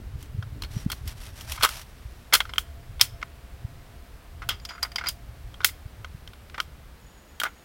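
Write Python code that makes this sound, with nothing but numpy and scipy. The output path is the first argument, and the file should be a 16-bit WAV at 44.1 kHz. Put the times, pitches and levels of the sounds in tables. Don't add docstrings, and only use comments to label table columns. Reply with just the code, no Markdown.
import sys
import numpy as np
from scipy import signal
from scipy.fft import rfft, irfft
from scipy.io import wavfile
from scipy.ndimage import uniform_filter1d

SR = 44100
rng = np.random.default_rng(int(sys.argv[2]) if len(sys.argv) > 2 else 0)


def store_pcm(level_fs):
    pcm = np.round(np.clip(level_fs, -1, 1) * 32767).astype(np.int16)
    wavfile.write(sys.argv[1], SR, np.atleast_2d(pcm).T)


N = 336924
T = np.arange(N) / SR


def amp(db):
    return 10 ** (np.asarray(db) / 20)


def curve(rows):
    s, *columns = np.transpose(rows)
    return [np.interp(T, s, column) for column in columns]


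def coloured(x, colour):
    hz, db = np.transpose(colour)
    bin_hz = np.arange(N // 2 + 1) * SR / N
    gain = amp(np.interp(np.log(bin_hz + 1), np.log(hz), db))
    y = irfft(rfft(x) * gain, N)
    return y / y.std()


def walk(rate_hz):
    hold = int(SR / rate_hz)
    steps = np.repeat(rng.standard_normal(N // hold + 1), hold)
    y = uniform_filter1d(uniform_filter1d(steps, hold), hold)[:N]
    return y / y.std()


def add(track, s, x):
    i = max(int(s * SR), 0)
    track[i:i + len(x)] += x[:N - i]


def tone(rows, smear_rate_hz, rough):
    hz, db = curve(rows)
    inside = 1. * (T > rows[0][0]) * (T < rows[-1][0])
    gate = uniform_filter1d(inside, SR // 20)
    random_phasor = (walk(smear_rate_hz) + 1j * walk(smear_rate_hz)) / np.sqrt(2)
    smear = (1 - rough) + rough * random_phasor
    carrier = np.exp(2j * np.pi * np.cumsum(hz) / SR)
    return gate * np.sqrt(2) * amp(db) * np.real(smear * carrier)


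def hum():
    # start_s, pitch_hz, level_db
    hum_glide = [(2.0, 688, -78), (2.6, 680.4, -61.5), (4.1, 691, -67.5), (5.0, 692, -57),
                 (5.9, 688, -74.5)]
    return tone(hum_glide, smear_rate_hz=25., rough=0.99)


def birds():
    # start_s, pitch_hz, level_db
    calls = [
        [(4.63, 7050, -62), (4.9, 6750, -75)],
        [(7.02, 6880, -65.5), (7.3, 6760, -69), (7.64, 6700, -70)],
    ]
    return sum(tone(call, smear_rate_hz=150.0, rough=0.99) for call in calls)


def leaves():
    # (relative, per Hz)
    leaf_colour = [(88, -21), (150, -6), (361, -13), (637, -14), (689, -14.5), (871, -16.5), (1630, -18),
                   (4950, -27), (6770, -31.5), (7620, -31), (16000, -32)]
    level_db = -53.5 + 0.26 * walk(1.9)
    return amp(level_db) * coloured(rng.standard_normal(N), leaf_colour)


def wind_rumble():
    # start_s, level_db
    gusts = [(0.0, -37), (0.5, -33), (0.72, -33), (0.9, -34.5), (1.5, -35.5), (1.72, -39), (2.23, -40.5),
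             (3.05, -36), (3.35, -43), (3.75, -37), (4.3, -44.5), (4.5, -34), (4.74, -45), (5.34, -37.5),
             (5.8, -41.5), (6.06, -39.5), (6.79, -41.5), (7.3, -47.5), (7.64, -54)]
    # (relative, per Hz)
    wind_colour = [(8.8, -36), (15, -11), (43, -0.5), (81, 8), (142, -9.5), (231, -28.5), (305, -29.5),
                   (350, -39.5), (420, -30), (550, -56), (920, -120)]
    gust_brightens = 0.55
    db, = curve(gusts)
    rumble, flutter, out = coloured(rng.standard_normal(N), wind_colour), walk(35), 0
    for step, edges_hz in enumerate([(12, 90), (90, 180), (180, 420)]):
        band = signal.sosfilt(signal.butter(2, edges_hz, "band", fs=SR, output="sos"), rumble)
        brightness_db = step * gust_brightens * (db + 40)
        flutter_db = (1.8 + .8 * step) * flutter + 1.6 * walk(22)
        out = out + band * amp(brightness_db + flutter_db)
    return out * amp(db)


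def wind_buffets():
    # centre_s, peak_db, pitch_hz
    buffets = [(0.157, -22, 84.5), (0.351, -23, 108), (0.393, -22, 98), (0.529, -24, 81),
               (0.769, -17.5, 121), (0.865, -12.5, 162), (2.06, -29, 75), (3.652, -21, 96.7),
               (5.862, -27, 82), (6.15, -27.5, 110)]
    width_cycles = 1.41
    out = np.zeros(N)
    t = T[:SR // 8] - 1 / 16
    for s, peak_db, hz in buffets:
        envelope = amp(peak_db - 20 * (t * hz / width_cycles * 2) ** 2)
        add(out, s + t[0], envelope * np.cos(2 * np.pi * hz * t))
    return out


def fleece():
    # start_s, end_s, level_db (at the crest, nominal)
    strokes = [(.17, 0.28, -57), (.55, 2.8, -60.5), (.68, 0.87, -48), (0.878, 1.01, -56),
               (1.049, 1.145, -47), (1.15, 1.33, -50), (1.34, 1.47, -48.5), (1.46, 1.588, -39),
               (1.581, 1.72, -41.5), (1.68, 1.84, -40), (1.8, 1.75, -63)]
    # (relative, per Hz)
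    cloth_colour = [(300, -39.5), (600, -4), (1500, -4.5), (3500, -4.5), (5000, -7.5), (5700, -4.5),
                    (6500, -10.5), (12000, -11), (16000, -21.5)]
    # start_s, pitch_hz, level_db
    swish = [(.74, 5840, -62), (.775, 5700, -51), (.83, 5700, -60)]
    stroke = sum(amp(db) * np.sin(np.pi * np.clip((T - a) / (b - a), 0, 1)) for a, b, db in strokes)
    grains = rng.standard_normal(N) * amp(2.0 * walk(900) + 1.74 * walk(130))
    return stroke * coloured(grains, cloth_colour) + tone(swish, smear_rate_hz=570.0, rough=1.0)


def burst(t60, t):
    strike_db, strike_t60_s = -2, 0.0052
    contact_spread_db = 2.5
    size = rng.standard_normal(len(t)) * amp(contact_spread_db * rng.standard_normal(len(t)))
    return size * (amp(strike_db - 60 * t / strike_t60_s) + amp(-60 * t / t60))


def shake(db, t):
    t60_s = 0.12
    return rng.standard_normal(len(t)) * amp(db - 60 * (t / t60_s) ** 1.176)


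def ring(modes, t60, favour_hz, t):
    favour_db, favour_octaves = 12, 0.11
    scatter_db, shake_db = 2.5, -29.5
    hz, width, db = np.transpose(modes)[:, :, None]
    f = np.arange(len(t) // 2 + 1) * SR / len(t)
    near = np.exp(-(np.log2(hz / favour_hz) / favour_octaves) ** 2)
    scatter = scatter_db * rng.standard_normal((len(modes), 1))
    strength = amp(db + favour_db * near + scatter)
    resonances = strength / (1 + 1j * (f / hz - hz / (f + 1)) * hz / width)
    body = resonances.sum(0) / (1 + 1j * f / hz.max()) ** 2
    drive = burst(t60, t) + shake(shake_db, t)
    y = irfft(rfft(drive) * body, len(t))
    return y / np.abs(y).max()


def rattles():
    # start_s, end_s, peak_db
    rolls = [(4.7, 4.788, -31.5), (5.004, 5.046, -28.5)]
    gap_s, spread_db = .024, 2.5
    hard_db, t60_s, favour_hz = -51, 0.076, 1380
    rows = []
    for a, b, db in rolls:
        for s in np.arange(a, b, gap_s):
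            late_s = .5 * gap_s * rng.random()
            peak_db = db + spread_db * rng.standard_normal()
            rows.append((s + late_s, peak_db, hard_db, t60_s, favour_hz))
    return rows


def rifle():
    # start_s, peak_db, hardness_db (gain of crack over stock), t60_s (of clatter), favoured_hz
    knocks = [(0.226, -33, 11, .04, 2980), (0.4244, -30, -23, 0.037, 1500),
              (0.6212, -21.5, 1.5, .022, 4130), (0.6352, -23, -6, 0.025, 3630),
              (0.645, -28.5, -16, 0.066, 4180), (0.8997, -21.5, -5, 0.047, 1635),
              (0.9168, -16.5, 8.5, 0.049, 4140), (0.9268, -25.5, -2, 0.024, 1020),
              (1.0755, -25, 8.5, 0.067, 4640), (1.4093, -26.5, 6, 0.011, 4940),
              (1.5195, -18.5, 16, .033, 5760), (1.5756, -25.5, -20, 0.075, 1190),
              (1.6094, -20, -34, .042, 1400), (1.624, -12, -4, 0.15, 3000), (1.6324, -4, -0.5, 0.024, 2950),
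              (1.6369, -6.5, -8, 0.081, 1290), (1.6472, -1, -3, 0.057, 1400),
              (1.6894, -16.5, 4.5, 0.02, 1610), (2.3249, -10.5, -27, 0.14, 2300),
              (2.334, -3, 6, 0.019, 1440), (2.3377, 1.5, 7, .05, 4200), (2.3497, -3, 2.5, 0.043, 1440),
              (2.4034, -9.5, -13, 0.041, 3200), (2.4526, -27.5, -30, .033, 1360),
              (2.4925, -29.5, -35, 0.055, 2210), (2.5361, -18.5, -9, 0.0062, 3400),
              (2.558, -32, -17, .03, 3300), (2.581, -3, -3, 0.021, 3320), (2.9957, -26.5, -9, .03, 3400),
              (3.006, -19.5, -18, 0.14, 2060), (3.011, 2.5, 11, 0.024, 5320),
              (3.2152, -33.5, -23, .03, 2100), (3.2269, -17, -33, .02, 1070),
              (4.419, -26, -30, 0.096, 1350), (4.4889, -12, -1, .054, 3130),
              (4.5036, -20.5, -19, 0.14, 3240), (4.5984, -38, -14, 0.015, 4820),
              (4.6503, -21.5, -2, 0.036, 4820), (4.6887, -27.5, -14, 0.13, 4670),
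              (4.8247, -24.5, -13, 0.059, 2090), (4.8286, -12.5, 2, 0.037, 4900),
              (4.8476, -25, -30, 0.064, 1290), (4.9175, -32, -10, .039, 2260),
              (4.9582, -14, -8, 0.029, 4590), (4.9823, -18, -22, 0.067, 2110),
              (5.0586, -21.5, -22, 0.058, 2190), (5.0678, -17.5, -14, 0.094, 4800),
              (5.085, -14.5, 19, 0.052, 5050), (5.541, -34.5, -10.5, 0.021, 3260),
              (5.6037, -25.5, -43, 0.065, 1500), (5.616, -31.5, -14, 0.013, 3630),
              (5.633, -31, -28, .08, 1500), (5.6452, 0, 2.5, .018, 1950), (5.689, -29.5, -24, .04, 2060),
              (6.0454, -25.5, -28, 0.019, 1290), (6.275, -29.5, -2, .014, 3540),
              (6.333, -36, -11, 0.021, 3600), (6.497, -38, -18, 0.021, 2100),
              (6.543, -28, -38, 0.066, 1216), (6.5789, -23, -24, 0.065, 1250),
              (6.601, -9, -17.5, 0.016, 1320), (7.3996, -13, 4.5, 0.027, 3400),
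              (7.4145, -16.5, -20, .025, 1440), (7.434, -11, -4, 0.038, 1430),
              (7.4509, -20, -41, 0.047, 1480), (7.4609, -22, -46, 0.077, 1520)]
    # pitch_hz, width_hz, level_db (relative)
    stock = [(650, 100, -29), (1072, 67, -7.5), (1267, 80.3, -5), (1450, 219, 3.5), (1931, 450, -2.5),
             (2092, 150, -1.5)]
    # pitch_hz, width_hz, level_db (relative)
    steel = [(2920, 180, -11.5), (3240, 220, 5.5), (3580, 403, 0.5), (4255, 350, 0), (5030, 500, 0.5),
             (5600, 170, -11)]
    # pitch_hz, width_hz, level_db (relative to the steel)
    brass = [(4830, 70, 12)]
    loose_from_s, loose_to_s = 4.45, 5.08
    crack_hz, crack_top_hz, crack_t60_share = 6600, 12600, 0.56
    shake_hz, shake_db = 2450, -21.5
    build_s = .0008
    out, t = np.zeros(N), T[:8192]
    crack_band = np.vstack([signal.butter(2, crack_hz, "high", fs=SR, output="sos"),
                            signal.butter(1, crack_top_hz, fs=SR, output="sos")])
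    hiss_band = signal.butter(2, shake_hz, "high", fs=SR, output="sos")
    for s, peak_db, hard_db, t60, hz in knocks + rattles():
        steel_db = 3.5 + 0.29 * hard_db + 5 * np.log2(hz / 2000)
        crack = signal.sosfilt(crack_band, burst(crack_t60_share * t60, t))
        crack = crack + signal.sosfilt(hiss_band, shake(shake_db, t))
        metal_modes = steel + brass if loose_from_s < s < loose_to_s else steel
        metal = ring(metal_modes, t60, hz, t)
        hit = ring(stock, t60, hz, t) + amp(steel_db) * metal + amp(hard_db) * crack
        hit = hit * (1 - np.exp(-t / build_s)) ** 2
        add(out, s, hit * amp(peak_db) / np.abs(hit).max())
    return out


def trunks(x):
    level_db, late_s, t60_s = -33, .03, .4
    t = T[:SR // 3]
    echo = rng.standard_normal(len(t)) * amp(-60 * t / t60_s) * (1 - np.exp(-t / late_s))
    return amp(level_db) * signal.fftconvolve(x, echo / np.linalg.norm(echo))[:N]


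def scene():
    background = hum() + birds() + leaves()
    wind = wind_rumble() + wind_buffets()
    knocks = rifle()
    return (background + wind + fleece() + knocks + trunks(knocks))[None]


def record(dry):
    top_hz = 16000
    low_pass = signal.ellip(10, .2, 75, top_hz, fs=SR, output="sos")
    return signal.sosfilt(low_pass, np.clip(dry, -1, 1))


dry = scene()
out = record(dry)
store_pcm(out)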